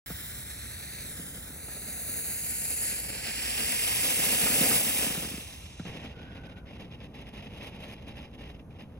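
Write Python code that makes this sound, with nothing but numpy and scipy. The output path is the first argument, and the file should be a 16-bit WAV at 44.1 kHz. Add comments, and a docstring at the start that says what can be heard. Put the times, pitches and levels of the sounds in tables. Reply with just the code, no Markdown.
"""A smoke tube burns on a forest path, close to a pair of microphones. Its jet of gas hisses, licks once
with flame, swells to a sputtering, popping roar and dies away. With a soft pop the gas catches fire at
the mouth and burns on as a small fluttering flame with faint crackles. Echoes off the ground carve
sliding notches into jet and flame. A low outdoor rumble lies underneath, and a faint whistle sounds
once, far off among the trees."""
import sys
import numpy as np
from scipy import signal
from scipy.fft import rfft, irfft, next_fast_len
from scipy.io import wavfile

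SR = 44100
rng = np.random.default_rng(int(sys.argv[2]) if len(sys.argv) > 2 else 0)


def transcribe(u):
    """Save the signal u as a 16-bit wav file named by the first command-line argument.

    u: samples, shape (n,) or (channels, n), limited to [-1, 1]; the rate is SR.
    q: integer samples, one column per channel.
    """
    v = np.clip(np.atleast_2d(u).T, -1, 1)
    q = np.round(v * 32767).astype(np.int16)
    wavfile.write(sys.argv[1], SR, q)


N = 396459
TIME = np.arange(N) / SR
FFT_SIZE = next_fast_len(N, True)
BIN_HZ = np.maximum(np.fft.rfftfreq(FFT_SIZE, 1 / SR), 1)
IGNITION_S = 5.85

# Tone colours of the plume, the gas in the tube and the flame. Each row: frequency in Hz, relative dB.
ROAR_SPECTRUM = [(60, -19.5), (130, -3), (210, -0.5), (290, -1.5), (365, -9.5), (440, -1), (620, -3.5),
                 (725, -1.5), (860, -5), (1040, -10.5), (1300, -3), (1700, -9), (3500, -49)]
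RUSH_SPECTRUM = [(500, -27), (1000, -7.5), (1600, 0), (2300, -0.5), (3200, 0), (4000, 0.5), (5200, -3),
                 (6400, -8), (7500, -1.5), (10000, -47)]
FLAME_SPECTRUM = [(60, 3.5), (120, 11.5), (220, 14), (350, 4), (470, 8), (620, 5.5), (800, 5), (1250, -1.5),
                  (1800, 4), (2500, 2.5), (3300, 0.5), (4450, -7.5), (5100, -4), (5650, -21.5),
                  (6100, -18.5), (7000, -21), (10000, -66)]


def from_db(db):
    """Decibels to gain."""
    return 10 ** (np.asarray(db) / 20)


def unit_rms(x):
    """Scale to an rms of one."""
    return x / np.sqrt(np.mean(x ** 2) + 1e-20)


def in_time(rows):
    """One curve over time for each column after the first, which holds the seconds."""
    seconds, *columns = np.transpose(rows)
    return [np.interp(TIME, seconds, column) for column in columns]


def across_hz(rows):
    """Join rows of frequency and value by straight lines over log frequency."""
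    hz, value = np.transpose(rows)
    return np.interp(np.log(BIN_HZ), np.log(hz), value)


def ramp(start_s, length_s):
    """A straight rise from 0 to 1."""
    return np.clip((TIME - start_s) / length_s, 0, 1)


def drift(rate_hz):
    """A smooth random wander of unit rms, changing at about rate_hz."""
    hop = 20
    pole = np.exp(-2 * np.pi * rate_hz * hop / SR)
    slow = signal.lfilter([1], [1, -2 * pole, pole * pole], rng.standard_normal(N // hop + 2))
    return np.interp(np.arange(N) / hop, np.arange(len(slow)), unit_rms(slow))


def filtered(x, response):
    """Apply a gain to every frequency."""
    return irfft(rfft(x, FFT_SIZE) * response, FFT_SIZE)[..., :N]


def low_part(x, edge_hz, order):
    """What lies below the edge frequency."""
    return filtered(x, 1 / (1 + (BIN_HZ / edge_hz) ** order))


def coloured(x, spectrum):
    """Shape a signal by a spectrum, at unit rms."""
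    return unit_rms(filtered(x, from_db(across_hz(spectrum))))


def turbulence(spectrum):
    """Two unrelated noises of one colour: the direct sound and its scattered part."""
    return coloured(rng.standard_normal((2, N)), spectrum)


def clicks(per_s, spread_db):
    """Sparse clicks of random size, direct and scattered; spread_db makes them more uneven."""
    born = rng.random(N) < per_s / SR
    size = from_db(spread_db * np.minimum(rng.exponential(1, N), 3))
    return born * size * rng.standard_normal((2, N))


def resonant_noise(centre_hz, width_hz):
    """A band of noise around a resonance."""
    slow = low_part(rng.standard_normal((2, 2, N)), width_hz / 2, order=2)
    phase = 2 * np.pi * centre_hz * TIME
    return unit_rms(slow[0] * np.cos(phase) + slow[1] * np.sin(phase))


def ground_echoes(x, strength):
    """Moving echoes carve sliding notches, deepest in the direct sound; a long source blurs the top ones."""
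    # The echo comes later when the burning gas stands higher. Each row: time in seconds, lag in ms,
    # blur in ms.
    ground_lag = [(0.2, 0.55, 0.011), (0.55, 0.52, 0.0044), (1.02, 0.47, 0.0055), (1.12, 0.54, 0.01),
                  (1.22, 0.57, 0.012), (1.33, 0.575, 0.028), (1.45, 0.55, 0.013), (1.6, 0.48, 0.004),
                  (1.8, 0.46, 0.006), (2.1, 0.47, 0.012), (2.5, 0.422, 0.016), (3.0, 0.41, 0.011),
                  (4.0, 0.36, 0.022), (4.6, 0.37, 0.029), (5.75, 0.33, 0.013)]
    # The ground and things lying near. Each row: delay in ground lags, relative gain.
    reflections = [(1, 0.67), (3.15, 0.03), (6.3, 0.053), (11.3, 0.11)]
    lag_ms, blur_ms = in_time(ground_lag)
    lag_ms = lag_ms * (1 + 0.006 * drift(4.2))
    blur_ms = blur_ms * drift(290)
    oversample = 4
    fine = signal.resample_poly(x, oversample, 1, axis=1)
    heard, power = x, 1
    for multiple, share in reflections:
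        emitted_s = np.clip(TIME - (multiple * lag_ms + blur_ms) / 1000, 0, TIME[-1])
        gain = strength * share * np.array([[1], [0.58]])   # direct, scattered
        heard = heard + gain * fine.take(np.rint(emitted_s * SR * oversample).astype(int), axis=1)
        power = power + gain ** 2
    return heard / np.sqrt(power)


def outdoor_rumble(level_db):
    """The steady low background of the forest path."""
    # Each row: frequency in Hz, relative level in dB.
    spectrum = [(20, -51), (35, -27.5), (48, -5), (59, 1), (76, -2.5), (110, -5), (170, -8.5), (260, -15.5),
                (450, -22), (900, -26), (2000, -41.5), (5000, -56.5), (16000, -61.5)]
    return from_db(level_db) * turbulence(spectrum)


def jet(roar_db, rush_db, hiss_db, top_db, mouth_db):
    """Gas rushes through the tube and out of the nozzle; the uneven burn shakes the plume's roar most."""
    # Each row: time in seconds, then relative dB of the tube's rush, the nozzle's hiss and its top treble.
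    jet_levels = [(0.13, -50.5, -52.5, -50), (0.27, -51, -47.5, -50), (0.58, -52.5, -48.5, -61),
                  (1.0, -49.5, -50, -55), (1.09, -52, -45.5, -57), (1.54, -57.5, -51, -57),
                  (1.73, -54, -47, -57), (2.14, -51, -40, -47), (2.85, -47, -35.5, -51.5),
                  (2.88, -42.5, -35, -53), (3.03, -48.5, -40.5, -54), (3.18, -45, -45.5, -59),
                  (3.28, -41, -44, -53.5), (3.76, -38, -36.5, -46), (4.76, -34, -30, -37.5),
                  (4.82, -39, -34.5, -41.5), (4.99, -36.5, -34, -40.5), (5.6, -55, -60.5, -73),
                  (5.78, -56.5, -71, -95)]
    # The roar of the plume. Each row: time in seconds, relative level in dB.
    plume_levels = [(0.14, -62), (0.85, -60.5), (1.5, -56.5), (1.9, -52.5), (2.5, -53.5), (3.95, -46.5),
                    (4.48, -38), (4.72, -35), (4.8, -41.5), (5.05, -42), (5.2, -47), (5.6, -66)]
    # The hiss at the nozzle. 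Each row: frequency in Hz, relative level in dB.
    hiss_spectrum = [(5000, -47), (6600, -4), (7400, -2.5), (8400, 1.5), (9100, 0.5), (9700, 0), (10800, 0),
                     (12300, -4), (14000, -7.5), (15700, -5.5)]
    rush, hiss, top = in_time(jet_levels)
    roar, = in_time(plume_levels)
    burn = drift(34)
    sputter_db, flicker_db, fizzle_db = 2.5, 1.03, 0.97   # rms swings of plume, tube and nozzle
    plume = turbulence(ROAR_SPECTRUM)
    spits = coloured(clicks(per_s=200, spread_db=0), ROAR_SPECTRUM)
    plume = unit_rms(plume + 0.36 * spits) * from_db(roar + roar_db + sputter_db * burn)
    tube = turbulence(RUSH_SPECTRUM) * from_db(rush + rush_db + flicker_db * burn)
    mouth = resonant_noise(centre_hz=8246, width_hz=1160) * from_db(mouth_db + (rush + hiss) / 2)
    nozzle = turbulence(hiss_spectrum)
    lower = low_part(nozzle, edge_hz=12570, order=16)
    nozzle = lower * from_db(hiss + hiss_db) + (nozzle - lower) * from_db(top + top_db)
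    nozzle *= from_db(fizzle_db * (burn + drift(60)) / np.sqrt(2))
    gas = ground_echoes(plume + tube + mouth, strength=0.94) + ground_echoes(nozzle, strength=0.54)
    return gas * (1 - ramp(IGNITION_S - 0.072, 0.4))   # the jet ends as the flame takes over


def gas_pops(thud_db, puff_db, crack_db, puff_s):
    """Each pocket of gas gives a short puff of noise and a round thud that sinks in pitch as it expands."""
    # Each row: start in seconds, thud in relative dB, its swell in seconds, puff in relative dB.
    pockets = [(0.102, -32, 0.0095, -37.5), (1.195, -37.5, 0.005, -46), (1.502, -38, 0.0036, -48),
               (1.684, -42, 0.004, -41), (1.843, -44, 0.005, -57), (2.092, -38, 0.0044, -49),
               (2.517, -37, 0.004, -48), (4.189, -31, 0.0078, -40), (4.337, -33, 0.0088, -45.5),
               (4.465, -36, 0.0034, -26.5), (4.5, -26, 0.0051, -45.5), (4.609, -22, 0.005, -40.5),
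               (4.656, -34.5, 0.0039, -46), (4.7, -28.5, 0.003, -31.5), (4.713, -27, 0.004, -26.5),
               (4.884, -38, 0.004, -45), (4.955, -36, 0.0054, -42), (4.987, -28, 0.0047, -48),
               (5.027, -33, 0.005, -36), (5.066, -28, 0.0065, -34), (5.101, -27.5, 0.0053, -42),
               (5.152, -33, 0.0044, -36), (5.173, -27.5, 0.0068, -40.5), (5.229, -32, 0.003, -44),
               (5.247, -28, 0.0058, -41), (5.273, -32, 0.0033, -53), (5.313, -33, 0.0054, -56),
               (5.338, -29.5, 0.0066, -49), (5.379, -31.5, 0.0047, -46.5), (5.796, -26.5, 0.0075, -40),
               (5.85, -42, 0.0068, -44), (6.043, -35, 0.0041, -45)]
    start_hz, end_hz, glide_s = 512, 140.4, 0.0039
    age = TIME[:SR // 10]
    hz = end_hz + (start_hz - end_hz) * np.exp(-age / glide_s)
    sinking = np.sin(2 * np.pi * np.cumsum(hz) / SR)
    kicks, thuds = np.zeros((2, N))
    for start_s, pocket_db, swell_s, kick_db in pockets:
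        onset = round(start_s * SR)
        kicks[onset] += from_db(kick_db)
        swell = age / swell_s * np.exp(0.5 - 0.5 * (age / swell_s) ** 2)
        thuds[onset:onset + len(age)] += from_db(pocket_db + thud_db) * sinking * swell
    puff_envelope = signal.lfilter([1], [1, -np.exp(-1 / (puff_s * SR))], kicks + 1e-18)
    puff = from_db(puff_db) * turbulence(ROAR_SPECTRUM) + from_db(crack_db) * turbulence(RUSH_SPECTRUM)
    return thuds * [[1], [0]] + puff_envelope * puff   # the thuds arrive direct only


def flame_lick(start_s, length_s, fade_s, gain_db):
    """A flame licks briefly from the mouth with a low, fluttering rustle."""
    rustle = low_part(turbulence(FLAME_SPECTRUM), edge_hz=520, order=3)
    envelope = ramp(start_s, fade_s) - ramp(start_s + length_s, fade_s)
    flutter_db = 1.5 * drift(25)
    return ground_echoes(rustle * envelope * from_db(gain_db + flutter_db), strength=0.79)


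def flare_level(attack_s, release_s):
    """The flame's level in dB: each flare swells, holds and dies back to the steady flame."""
    # The steady flame between flares. Each row: time in seconds, relative level in dB.
    steady_levels = [(5.9, -75), (6.3, -56.5), (6.63, -73), (6.78, -62), (7.1, -66.5), (7.31, -64),
                     (7.5, -58), (7.72, -55), (7.93, -58), (7.99, -61), (8.2, -57.5), (8.3, -65.5),
                     (8.65, -82), (8.85, -71)]
    # Each row: start in seconds, length in seconds, relative level in dB.
    flares = [(5.832, 0.15, -48.5), (5.97, 0.093, -50), (6.06, 0.068, -53.5), (6.143, 0.175, -56.5),
              (6.339, 0.038, -50.5), (6.421, 0.046, -56.5), (6.483, 0.04, -56), (6.552, 0.031, -55),
              (6.65, 0.12, -56), (6.79, 0.033, -50.5), (6.831, 0.022, -54.5), (6.904, 0.044, -53),
              (6.995, 0.063, -53.5), (7.129, 0.099, -52), (7.244, 0.047, -54.5), (7.325, 0.082, -51),
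              (7.413, 0.067, -52.5), (7.517, 0.1, -53), (7.596, 0.085, -48), (7.732, 0.03, -50.5),
              (7.791, 0.15, -49.5), (8.057, 0.06, -51), (8.144, 0.11, -52.5), (8.318, 0.034, -58.5),
              (8.374, 0.137, -54), (8.533, 0.029, -57.5), (8.583, 0.018, -58), (8.692, 0.1, -67),
              (8.782, 0.04, -52.5)]
    gain = from_db(in_time(steady_levels)[0])
    for start_s, length_s, flare_db in flares:
        span = slice(round(start_s * SR), round((start_s + length_s + 0.2) * SR))
        age = TIME[span] - start_s
        envelope = np.clip(age / attack_s, 0, 1) * np.exp(-np.maximum(age - length_s, 0) / release_s)
        gain[span] = np.maximum(gain[span], from_db(flare_db) * envelope)
    return 20 * np.log10(gain)


def flame(body_db, simmer_db, crackle_db):
    """Gas burns at the mouth; its low rustle follows the flares a little, its fizz strongly, in spurts."""
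    # The topmost fizz in a middling flare. Each row: time in seconds, relative level in dB.
    fizz_levels = [(5.9, -71.5), (6.2, -71.5), (7.0, -69), (7.7, -64.5), (8.2, -69), (8.8, -66.5)]
    # The colour of that fizz. Each row: frequency in Hz, relative level in dB.
    fizz_spectrum = [(4000, -10), (6600, 2.5), (7500, -7), (8450, 8), (9600, 2), (11200, 7), (13000, -8),
                     (15500, -10)]
    flutter_db, rasp_db = 1.5 * drift(43), 1.5 * drift(260)
    level_db = flare_level(attack_s=0.017, release_s=0.015) + flutter_db + rasp_db
    middling_db = -51.5
    swing_db = level_db - middling_db
    whoosh_db = 4.5 * np.exp(-np.maximum(TIME - IGNITION_S, 0) / 0.14)   # gathered gas burns off
    body = turbulence(FLAME_SPECTRUM)
    low = low_part(body, edge_hz=520, order=3)
    rustle = low * from_db(middling_db + 0.2 * swing_db + whoosh_db)
    hiss = (body - low) * from_db(level_db)
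    fizz = turbulence(fizz_spectrum)
    spurt_db = 3 * drift(35)
    fizz_db = in_time(fizz_levels)[0] + 1.3 * swing_db + spurt_db
    fizz *= np.hypot(from_db(fizz_db), from_db(simmer_db))
    crackle_band = signal.butter(2, [2500, 12000], "band", fs=SR, output="sos")
    ticks = signal.sosfilt(crackle_band, clicks(per_s=20, spread_db=3) + 1e-18)
    fire = from_db(body_db) * (rustle + hiss) + fizz + from_db(crackle_db) * unit_rms(ticks)
    return ground_echoes(fire * ramp(IGNITION_S, 0.003), strength=0.79)


def far_whistle(start_s, length_s, gain_db, forest_t60_s):
    """A thin, wavering tone far off, fading as it sounds and smeared by echoes from the trunks."""
    # The pitch lifts and sinks. Each row: time in seconds, pitch in Hz.
    pitch = [(6.14, 1478), (6.2, 1500), (6.25, 1574), (6.31, 1513), (6.35, 1442), (6.45, 1517), (6.6, 1478)]
    fade_s, loss_db_per_s, waver, direct_db = 0.053, 14, 0.0342, -6
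    hz = in_time(pitch)[0] * (1 + waver * drift(78))
    envelope = ramp(start_s, fade_s) - ramp(start_s + length_s - fade_s, fade_s)
    envelope *= from_db(gain_db - loss_db_per_s * np.maximum(TIME - start_s, 0))
    tone = envelope * np.sin(2 * np.pi * np.cumsum(hz) / SR)
    trunks = rng.standard_normal((2, SR)) * from_db(-60 * TIME[:SR] / forest_t60_s)
    echoes = signal.fftconvolve(tone[None], unit_rms(trunks) / np.sqrt(SR), axes=1)[:, :N]
    return from_db(direct_db) * tone + echoes


def microphones(x):
    """Direct and scattered sound reach the left and right microphones, phase and level set by pitch."""
    # Each row: frequency in Hz, lead of the left microphone in radians.
    phase_lead = [(50, 0), (1500, 0.41), (2400, 0.79), (2750, 1.5), (3050, 3), (3400, 4), (3800, 1.35),
                  (5400, 1.6), (6000, 0), (6500, 0.72), (7400, 4), (8550, 3), (10000, 1.24), (10800, 1.16),
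                  (11500, -7), (12000, -0.2), (13400, -5), (15000, -5), (15500, -5)]
    # Each row: frequency in Hz, likeness of the two sides from 0 to 1.
    likeness = [(50, 0.97), (300, 0.96), (550, 0.68), (1000, 0.29), (1600, 0.93), (2600, 0.59), (3050, 0.8),
                (3400, 0.78), (3800, 0.47), (4700, 0.83), (5500, 0.24), (6300, 0.9), (6900, 0.38),
                (7500, 0.74), (8500, 1), (9700, 1), (11000, 1), (12100, 1), (13400, 0.99), (14500, 0.85),
                (15600, 0.97)]
    # Each row: frequency in Hz, left minus right in dB.
    balance = [(50, -1), (1100, 1), (2500, -2), (3500, -0.5), (5600, -5.5), (7100, 3.5), (7900, -0.5),
               (16000, 0.5)]
    direct, scattered = rfft(x, FFT_SIZE)
    sides = np.array([[1], [-1]])
    alike = np.clip(across_hz(likeness), 0, 1)
    pair = np.sqrt((1 + alike) / 2) * direct + sides * np.sqrt((1 - alike) / 2) * scattered
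    pair *= np.exp(0.5j * sides * across_hz(phase_lead))
    pair *= from_db(0.5 * sides * across_hz(balance))
    return irfft(pair, FFT_SIZE)[:, :N]


def scene():
    """The smoke tube close by, the rumble all around and the whistle far off in the trees."""
    tube = jet(roar_db=1, rush_db=4.5, hiss_db=5.5, top_db=15, mouth_db=2)
    tube += gas_pops(thud_db=-2.5, puff_db=-3, crack_db=-9, puff_s=0.012)
    tube += flame_lick(start_s=0.96, length_s=0.43, fade_s=0.059, gain_db=-49)
    tube += flame(body_db=5.5, simmer_db=-78, crackle_db=-95)
    tube *= from_db([[0], [-1.5]])   # the tube is near, so less of it arrives scattered
    rumble = outdoor_rumble(level_db=-47.5)
    whistle = far_whistle(start_s=6.12, length_s=0.51, gain_db=-51.5, forest_t60_s=0.67)
    return microphones(tube + rumble) + whistle


def record(dry):
    """Sound sets in after a moment of silence; the top treble is cut steeply."""
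    start_s, cutoff_hz = 0.06, 15800
    treble_cut = 1 / np.sqrt(1 + (BIN_HZ / cutoff_hz) ** 400)
    return filtered(dry * ramp(start_s, 0.00097), treble_cut)


dry = scene()
out = record(dry)
transcribe(out)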